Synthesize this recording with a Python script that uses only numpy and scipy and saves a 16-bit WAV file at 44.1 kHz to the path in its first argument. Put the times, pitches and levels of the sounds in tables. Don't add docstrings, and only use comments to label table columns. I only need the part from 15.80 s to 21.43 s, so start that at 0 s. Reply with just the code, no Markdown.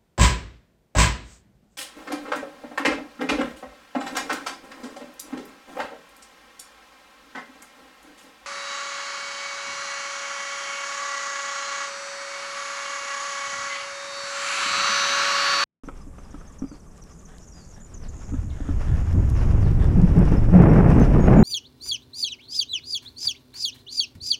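import sys
import numpy as np
from scipy import signal
from scipy.fft import rfft, irfft, next_fast_len
from scipy.io import wavfile
from scipy.ndimage import uniform_filter1d, map_coordinates

SR = 44100
rng = np.random.default_rng(int(sys.argv[2]) if len(sys.argv) > 2 else 0)


def put_to_file(sound):
    columns = np.atleast_2d(sound).T
    safe = np.clip(columns, -1, 1)
    whole_steps = np.round(safe * 32767)
    wavfile.write(sys.argv[1], SR, whole_steps.astype(np.int16))


N = 248283
T = np.arange(N) / SR
CRUISE_M_S = 5


def undb(db):
    return 10 ** (np.asarray(db) / 20)


def unit(x):
    return x / np.sqrt(np.mean(x ** 2))


def colour(x, spectrum):
    hz, db = np.transpose(spectrum)
    size = next_fast_len(len(x))
    bin_hz = np.maximum(np.arange(size // 2 + 1) * SR / size, 1)
    eq_db = np.interp(np.log(bin_hz), np.log(hz), db, left=db[0] - 26, right=db[-1] - 20)
    return unit(irfft(rfft(x, size) * undb(eq_db), size)[:len(x)])


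def noise(spectrum):
    return colour(rng.standard_normal(N), spectrum)


def drift(rate):
    lowpass = signal.butter(2, rate / 2, fs=SR, output="sos")
    return unit(signal.sosfilt(lowpass, rng.standard_normal(N)))


def grains(per_s, spread_db):
    size = undb(spread_db * np.minimum(rng.exponential(size=N), 4))
    return (rng.random(N) < per_s / SR) * size * rng.standard_normal(N)


def burst(spectrum, t60_s):
    t = T[:SR // 2]
    envelope = undb(-60 * t / t60_s) * (1 - np.exp(-t / 0.00055))
    crack = colour(rng.standard_normal(len(t)), spectrum) * envelope
    return crack / np.abs(crack).max()


def add(out, start_s, sound):
    i = max(int(start_s * SR), 0)
    out[i:i + len(sound)] += sound[:max(N - i, 0)]


def swells(table, attack_s, release_s):
    envelope = np.zeros(N)
    for start_s, length_s, height in table:
        end_s = start_s + length_s
        corners_s = [start_s, start_s + min(attack_s, length_s), end_s, end_s + release_s]
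        envelope += height * np.interp(T, corners_s, [0, 1, 1, 0])
    return envelope


def bouts(table, attack_s, release_s):
    return swells([(s, length_s, undb(db)) for s, length_s, db in table], attack_s, release_s)


def speed_gain(speed, cruise_db, db_per_doubling):
    return undb(cruise_db + db_per_doubling * np.log2(np.maximum(speed, 1e-3) / CRUISE_M_S))


# freq_hz, gain_db
WOODS_EQ = [(12, -17), (22, 2.5), (45, -1.5), (70, -10), (110, -13.5), (170, -5), (230, -10.5), (310, -20),
            (420, -16), (656, -24.5), (1400, -31.5), (2500, -46.5), (4300, -67), (5700, -43.5),
            (7100, -35.5), (8000, -36.5), (10500, -43), (12000, -49), (15000, -54.5)]

def woods():
    return undb(-47.5 + 0.27 * drift(3.6)) * noise(WOODS_EQ)


def tree_echo(x, t60_s):
    tail = rng.standard_normal(SR) * undb(-60 * T[:SR] / t60_s)
    return signal.fftconvolve(x, tail / np.linalg.norm(tail))[:N]


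def whistle(length_s, pitch_hz, bend):
    waver_depth, waver_s = .006, .008
    progress = np.linspace(0, 1, int(length_s * SR))
    waver = np.interp(progress * length_s / waver_s, np.arange(64), rng.standard_normal(64))
    contour = np.polyval(np.polyfit([0, .5, 1], [bend[0], 1, bend[1]], 2), progress)
    hz = pitch_hz * contour * (1 + waver_depth * waver)
    envelope = np.sin(np.pi * progress).clip(0) ** 0.51
    return envelope * np.sin(2 * np.pi * np.cumsum(hz) / SR)


def note_run(note, start_s, period_s, count):
    out = np.zeros(N)
    for k in range(count):
        add(out, start_s + period_s * k, note)
    return out


# start_s, pitch_hz, level_db
SLURS = [(.845, 4800, -62), (1.25, 5290, -66), (1.732, 4860, -57)]
# start_s, length_s, pitch_hz, level_db
SWEEPS = [(2.217, 0.041, 5160, -55), (2.696, 0.021, 3450, -54), (3.525, 0.094, 5554, -57.5),
          (3.811, .09, 4195, -58.5), (5.121, .07, 7540, -63)]

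def far_calls():
    calls = np.zeros(N)
    for start_s, pitch_hz, level_db in SLURS:
        add(calls, start_s, undb(level_db) * whistle(.105, pitch_hz, bend=(1.0, .85)))
    for start_s, length_s, pitch_hz, level_db in SWEEPS:
        add(calls, start_s, undb(level_db) * whistle(length_s, pitch_hz, bend=(1.25, .67)))
    return calls + undb(-0.5) * tree_echo(calls, t60_s=0.39)


def piping_bird():
    note = whistle(length_s=.029, pitch_hz=1135, bend=(1.103, .89))
    run = undb(-55) * note_run(note, start_s=.085, period_s=.1215, count=12)
    return run + undb(-4) * tree_echo(run, t60_s=0.45)


# freq_hz, gain_db
TRILL_EQ = [(5000, -36), (6100, -7), (6700, 0), (7200, -3), (7700, -13.5), (8800, -48)]
# start_s, length_s, level_db
TRILLS = [(1.28, 0.21, -65), (1.54, 0.37, -60.5), (2.32, 0.22, -57.5), (2.6, 1.2, -64)]

def trill():
    pulse_hz = 85 * (1 + .12 * drift(30))
    pulse = np.sin(2 * np.pi * np.cumsum(pulse_hz) / SR)
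    buzz = unit(noise(TRILL_EQ) * undb(4.8 * pulse))
    return buzz * bouts(TRILLS, attack_s=0.012, release_s=0.081)


# length_s, (start_ratio, end_ratio)
FALL = (.017, (1.15, .89))
ARCH = (.0233, (.89, .83))
RISE = (.017, (.82, 1.12))

def twitter(from_s, to_s, count):
    out, step_s = np.zeros(N), (to_s - from_s) / count
    for k, (late, detune, stretch) in enumerate(2 * rng.random((count, 3)) - 1):
        length_s, bend = FALL if k % 2 else ARCH
        note = whistle(length_s * (1 + stretch / 2), 6100 * (1 + 0.096 * detune), bend)
        add(out, from_s + step_s * (k + late / 2), note)
    return undb(-61) * out


# start_s, pitch_hz, level_db
FALLS = [(.168, 5900, -59), (.505, 6400, -56), (.722, 6900, -53), (.784, 6100, -47), (.925, 6900, -55.5),
         (.995, 6100, -55.5), (1.022, 5400, -64), (1.16, 7050, -55), (1.215, 6150, -49.5),
         (1.388, 6600, -55), (1.45, 6100, -49), (1.672, 6450, -49), (1.905, 6500, -52),
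         (2.138, 6500, -45.5), (2.283, 6800, -44)]
ARCHES = [(.052, 6300, -54), (.594, 6350, -56), (.668, 6450, -52), (.881, 6280, -54), (1.317, 6470, -54.5),
          (1.624, 5900, -54), (1.714, 5770, -53), (1.931, 5750, -53.5), (2.162, 6200, -49.5),
          (2.431, 5750, -50)]
RISES = [(.948, 5100, -60), (1.11, 5970, -56.5), (1.842, 5770, -56), (1.998, 6700, -52)]
# start_s, length_s, pitch_hz, level_db
PIPS = [(.2, .04, 5050, -60), (.445, .025, 5100, -60), (2.712, 0.053, 2145, -58.5),
        (4.565, 0.023, 5233, -50), (4.883, 0.041, 5600, -52.5), (5.198, 0.05, 6190, -47.5),
        (5.396, 0.087, 6670, -51), (5.559, 0.079, 6864, -48)]

def song():
    chip = whistle(length_s=.009, pitch_hz=7000, bend=(1.05, .965))
    out = undb(-47) * note_run(chip, start_s=2.015, period_s=.0142, count=4)
    for table, (length_s, bend) in (FALLS, FALL), (ARCHES, ARCH), (RISES, RISE):
        for start_s, pitch_hz, level_db in table:
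            add(out, start_s, undb(level_db) * whistle(length_s, pitch_hz, bend))
    for start_s, length_s, pitch_hz, level_db in PIPS:
        add(out, start_s, undb(level_db) * whistle(length_s, pitch_hz, bend=(.99, .99)))
    return out


def near_birds():
    notes = song() + twitter(from_s=0.23, to_s=3, count=40)
    voices = notes * undb(2.3 * drift(150)) + trill()
    return voices + undb(-7.5) * tree_echo(voices, t60_s=0.19)


# freq_hz, gain_db
TREAD_EQ = [(120, 5), (300, 1), (600, 2.5), (1200, -1.5), (1800, -5.5), (2100, -9), (2800, -11.5),
            (4000, -33), (8000, -51.5)]
GRIT_EQ = [(1500, -12.5), (3400, 1.5), (4300, -4), (5400, 5), (6500, -2), (8000, -8.5), (10500, -7),
           (11800, -20), (13500, -21.5), (15500, -30.5)]
LEAF_EQ = [(500, 6), (1200, -2.5), (1750, 3), (2300, -16), (3500, -9), (4300, -22.5), (9000, -22)]
FLICK_EQ = [(1500, -5), (4000, -4), (5500, 0.5), (8000, -4), (10800, -9), (13000, -14), (15500, -24.5)]
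# start_s, length_s, level_db
LEAF_PATCHES = [(.48, 0.23, -62), (1.47, 0.068, -54.5), (1.95, 0.052, -57), (2.53, 0.03, -53),
                (2.76, 0.15, -50.5), (3.06, 0.092, -47), (3.99, 0.047, -41.5)]
# start_s, peak_db
FLICKS = [(1.178, -44), (1.238, -44), (1.583, -38), (3.329, -40), (3.494, -40), (3.5, -34.5), (3.656, -40),
          (3.915, -44), (4.043, -36), (4.216, -36), (4.390, -35.5), (4.453, -37), (4.519, -41),
          (4.821, -39.5), (4.935, -38), (5.103, -36.5), (5.198, -34.5)]

def tyres(speed):
    ground = drift(18)
    tread = colour(unit(grains(1800, spread_db=1)) + 0.89 * rng.standard_normal(N), TREAD_EQ)
    grit = colour(unit(grains(1200, spread_db=1.5)) + 1.56 * rng.standard_normal(N), GRIT_EQ)
    leaves = colour(grains(3000, spread_db=3.5), LEAF_EQ)
    out = tread * speed_gain(speed, cruise_db=-41, db_per_doubling=8.5) * undb(3.1 * ground)
    out += grit * speed_gain(speed, cruise_db=-58, db_per_doubling=5) * undb(2.9 * ground)
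    out += leaves * bouts(LEAF_PATCHES, attack_s=0.018, release_s=0.045)
    for start_s, peak_db in FLICKS:
        add(out, start_s, undb(peak_db) * burst(FLICK_EQ, t60_s=0.0075))
    return out


def modes(table, t, scatter):
    detunes = 1 + scatter * rng.standard_normal(len(table))
    return sum(undb(db - 60 * t / t60_s) * np.sin(2 * np.pi * hz * detune * t)
               for (hz, db, t60_s), detune in zip(table, detunes))


# pitch_hz, level_db, t60_s
FRAME_MODES = [(225, -0.5, 0.031), (271.7, -4, 0.07), (372, -6, 0.019), (436, -12.5, 0.011)]
METAL_MODES = [(564, -13, .14), (1288, -11, 0.11)]
# freq_hz, gain_db
CLACK_EQ = [(300, 11), (800, -0.5), (1300, 8), (1800, -13), (2500, -9.5), (3200, -21.5), (4300, -31.5),
            (9000, -28)]
# start_s, thump_db, clack_db
BUMPS = [(.036, -34.5, -45.5), (0.077, -28, -49), (0.085, -39, -29), (0.269, -35.5, -62),
         (0.383, -50, -38.5), (0.542, -30, -38), (0.613, -57, -39), (0.82, -20.5, -35.5),
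         (0.839, -23.5, -42.5), (0.915, -31, -41.5), (.938, -38, -66), (2.521, -26, -46),
         (2.538, -21.5, -37), (2.804, -25, -45), (2.852, -36, -41), (2.889, -18.5, -31)]

def knocks():
    sway_hz, sway_t60_s, rattle_t60_s = 26.7, 0.74, 0.5
    out, shaking, t = np.zeros(N), np.zeros(N), T[:SR // 2]
    cushion = 1 - np.exp(-t / 0.0041)
    sway = undb(-7.5 - 60 * t / sway_t60_s) * np.sin(2 * np.pi * sway_hz * t)
    for start_s, thump_db, clack_db in BUMPS:
        ring = modes(FRAME_MODES, t, scatter=.038) * cushion
        thump = ring / np.abs(ring).max() + sway
        clack = burst(CLACK_EQ, t60_s=0.038) + modes(METAL_MODES, t, scatter=.012)
        add(out, start_s, undb(thump_db) * thump + undb(clack_db) * clack)
        add(shaking, start_s, undb(clack_db - 22.5 - 60 * t / rattle_t60_s))
    rattle = signal.fftconvolve(grains(300, spread_db=0), burst(CLACK_EQ, t60_s=0.013))[:N]
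    return out + shaking * unit(rattle)


# middle_s, length_s, pitch_hz, peak_db
HUMS = [(4.187, 0.043, 173, -9), (4.242, 0.039, 173.3, -7.5), (4.394, 0.091, 172.4, -10),
        (4.777, 0.13, 180.8, -4.5), (5.599, 0.072, 218.7, -8.5)]

def helmet_hums():
    out, waver = np.zeros(N), 1 + 0.03877 * drift(66.45)
    for middle_s, length_s, pitch_hz, peak_db in HUMS:
        swell = np.cos(np.pi * np.clip((T - middle_s) / length_s, -.5, .5))
        out += undb(peak_db) * swell * np.sin(2 * np.pi * np.cumsum(pitch_hz * waver) / SR)
    return out


def airflow(spectrum, evenness):
    pressure = noise(spectrum)
    power = uniform_filter1d(pressure ** 2, SR // 16) + 1e-9
    return unit(pressure / power ** (evenness / 2))


def swept_past(eddies, air_speed):
    rate = (np.maximum(air_speed, 1e-3) / CRUISE_M_S) ** .3
    return map_coordinates(eddies, [np.cumsum(rate)], order=1, mode="mirror")


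# freq_hz, gain_db
BUFFET_EQ = [(10, -7), (22, 1), (55, -2.5), (110, -4.5), (150, -10.5), (250, -34), (500, -54.5)]
DRONE_EQ = [(80, -18.5), (140, -2.5), (178, -3.5), (215, -8), (320, -12.5), (420, -20.5), (600, -41),
            (1200, -59)]
RUSH_EQ = [(150, -10), (330, 2), (500, 1), (800, -5), (1100, -12), (1800, -18.5), (2600, -27.5),
           (3600, -47.5), (6000, -63.5)]
# start_s, length_s, added_speed_m_s
GUSTS = [(2.87, 0.13, 0.42), (3.0, .03, -.5), (3.08, 0.059, 0.84), (3.21, 0.086, -.4), (3.32, 0.082, 1.1),
         (3.55, 0.075, -0.5), (3.71, 0.15, 0.3), (4.15, 0.077, 0.5), (4.34, 0.085, 1.5), (4.5, 0.058, 1.56),
         (4.63, 0.033, -.5), (4.715, 0.29, 3), (5.02, 0.1, 2), (5.14, 0.078, 2.5), (5.33, 0.055, 1.7),
         (5.45, 0.21, 2)]

def wind(speed):
    air_speed = speed + swells(GUSTS, attack_s=0.03, release_s=0.033)
    buffet = swept_past(airflow(BUFFET_EQ, evenness=0.83), air_speed)
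    drone = airflow(DRONE_EQ, evenness=1.0)
    tearing = unit(undb(1.15 * drift(60) + 1.84 * buffet + 1.6 * drone))
    rush = noise(RUSH_EQ) * tearing
    buffet_gain = speed_gain(air_speed, cruise_db=-3, db_per_doubling=20.5)
    buffet_gain /= np.hypot(1, buffet_gain / undb(-15))
    drone_gain = speed_gain(air_speed, cruise_db=-24.5, db_per_doubling=15)
    rush_gain = speed_gain(air_speed, cruise_db=-36, db_per_doubling=20)
    return buffet * buffet_gain + drone * drone_gain + rush * rush_gain


# time_s, speed_m_s
BIKE_SPEED = [(0, 1.23), (.6, 1.245), (1.15, 1.03), (2.08, 1.175), (2.27, 1.89), (2.42, 1.54), (2.58, 2.45),
              (2.8, 1.91), (3.1, 2.87), (3.55, 3.65), (3.9, 4.37), (4.65, 4.89), (5.63, 6.74)]

def scene():
    time_s, speed_m_s = np.transpose(BIKE_SPEED)
    speed = np.interp(T, time_s, speed_m_s)
    ride = wind(speed) + helmet_hums() + tyres(speed) + knocks()
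    return (ride + piping_bird() + near_birds() + far_calls() + woods())[None]


def record(dry):
    open_s, top_hz, drive = .035, 15200, .7
    rounded = np.tanh(drive * dry) / drive
    lowpass = signal.ellip(8, .2, 70, top_hz, fs=SR, output="sos")
    return signal.sosfilt(lowpass, rounded * (T >= open_s))


dry = scene()
out = record(dry)
put_to_file(out)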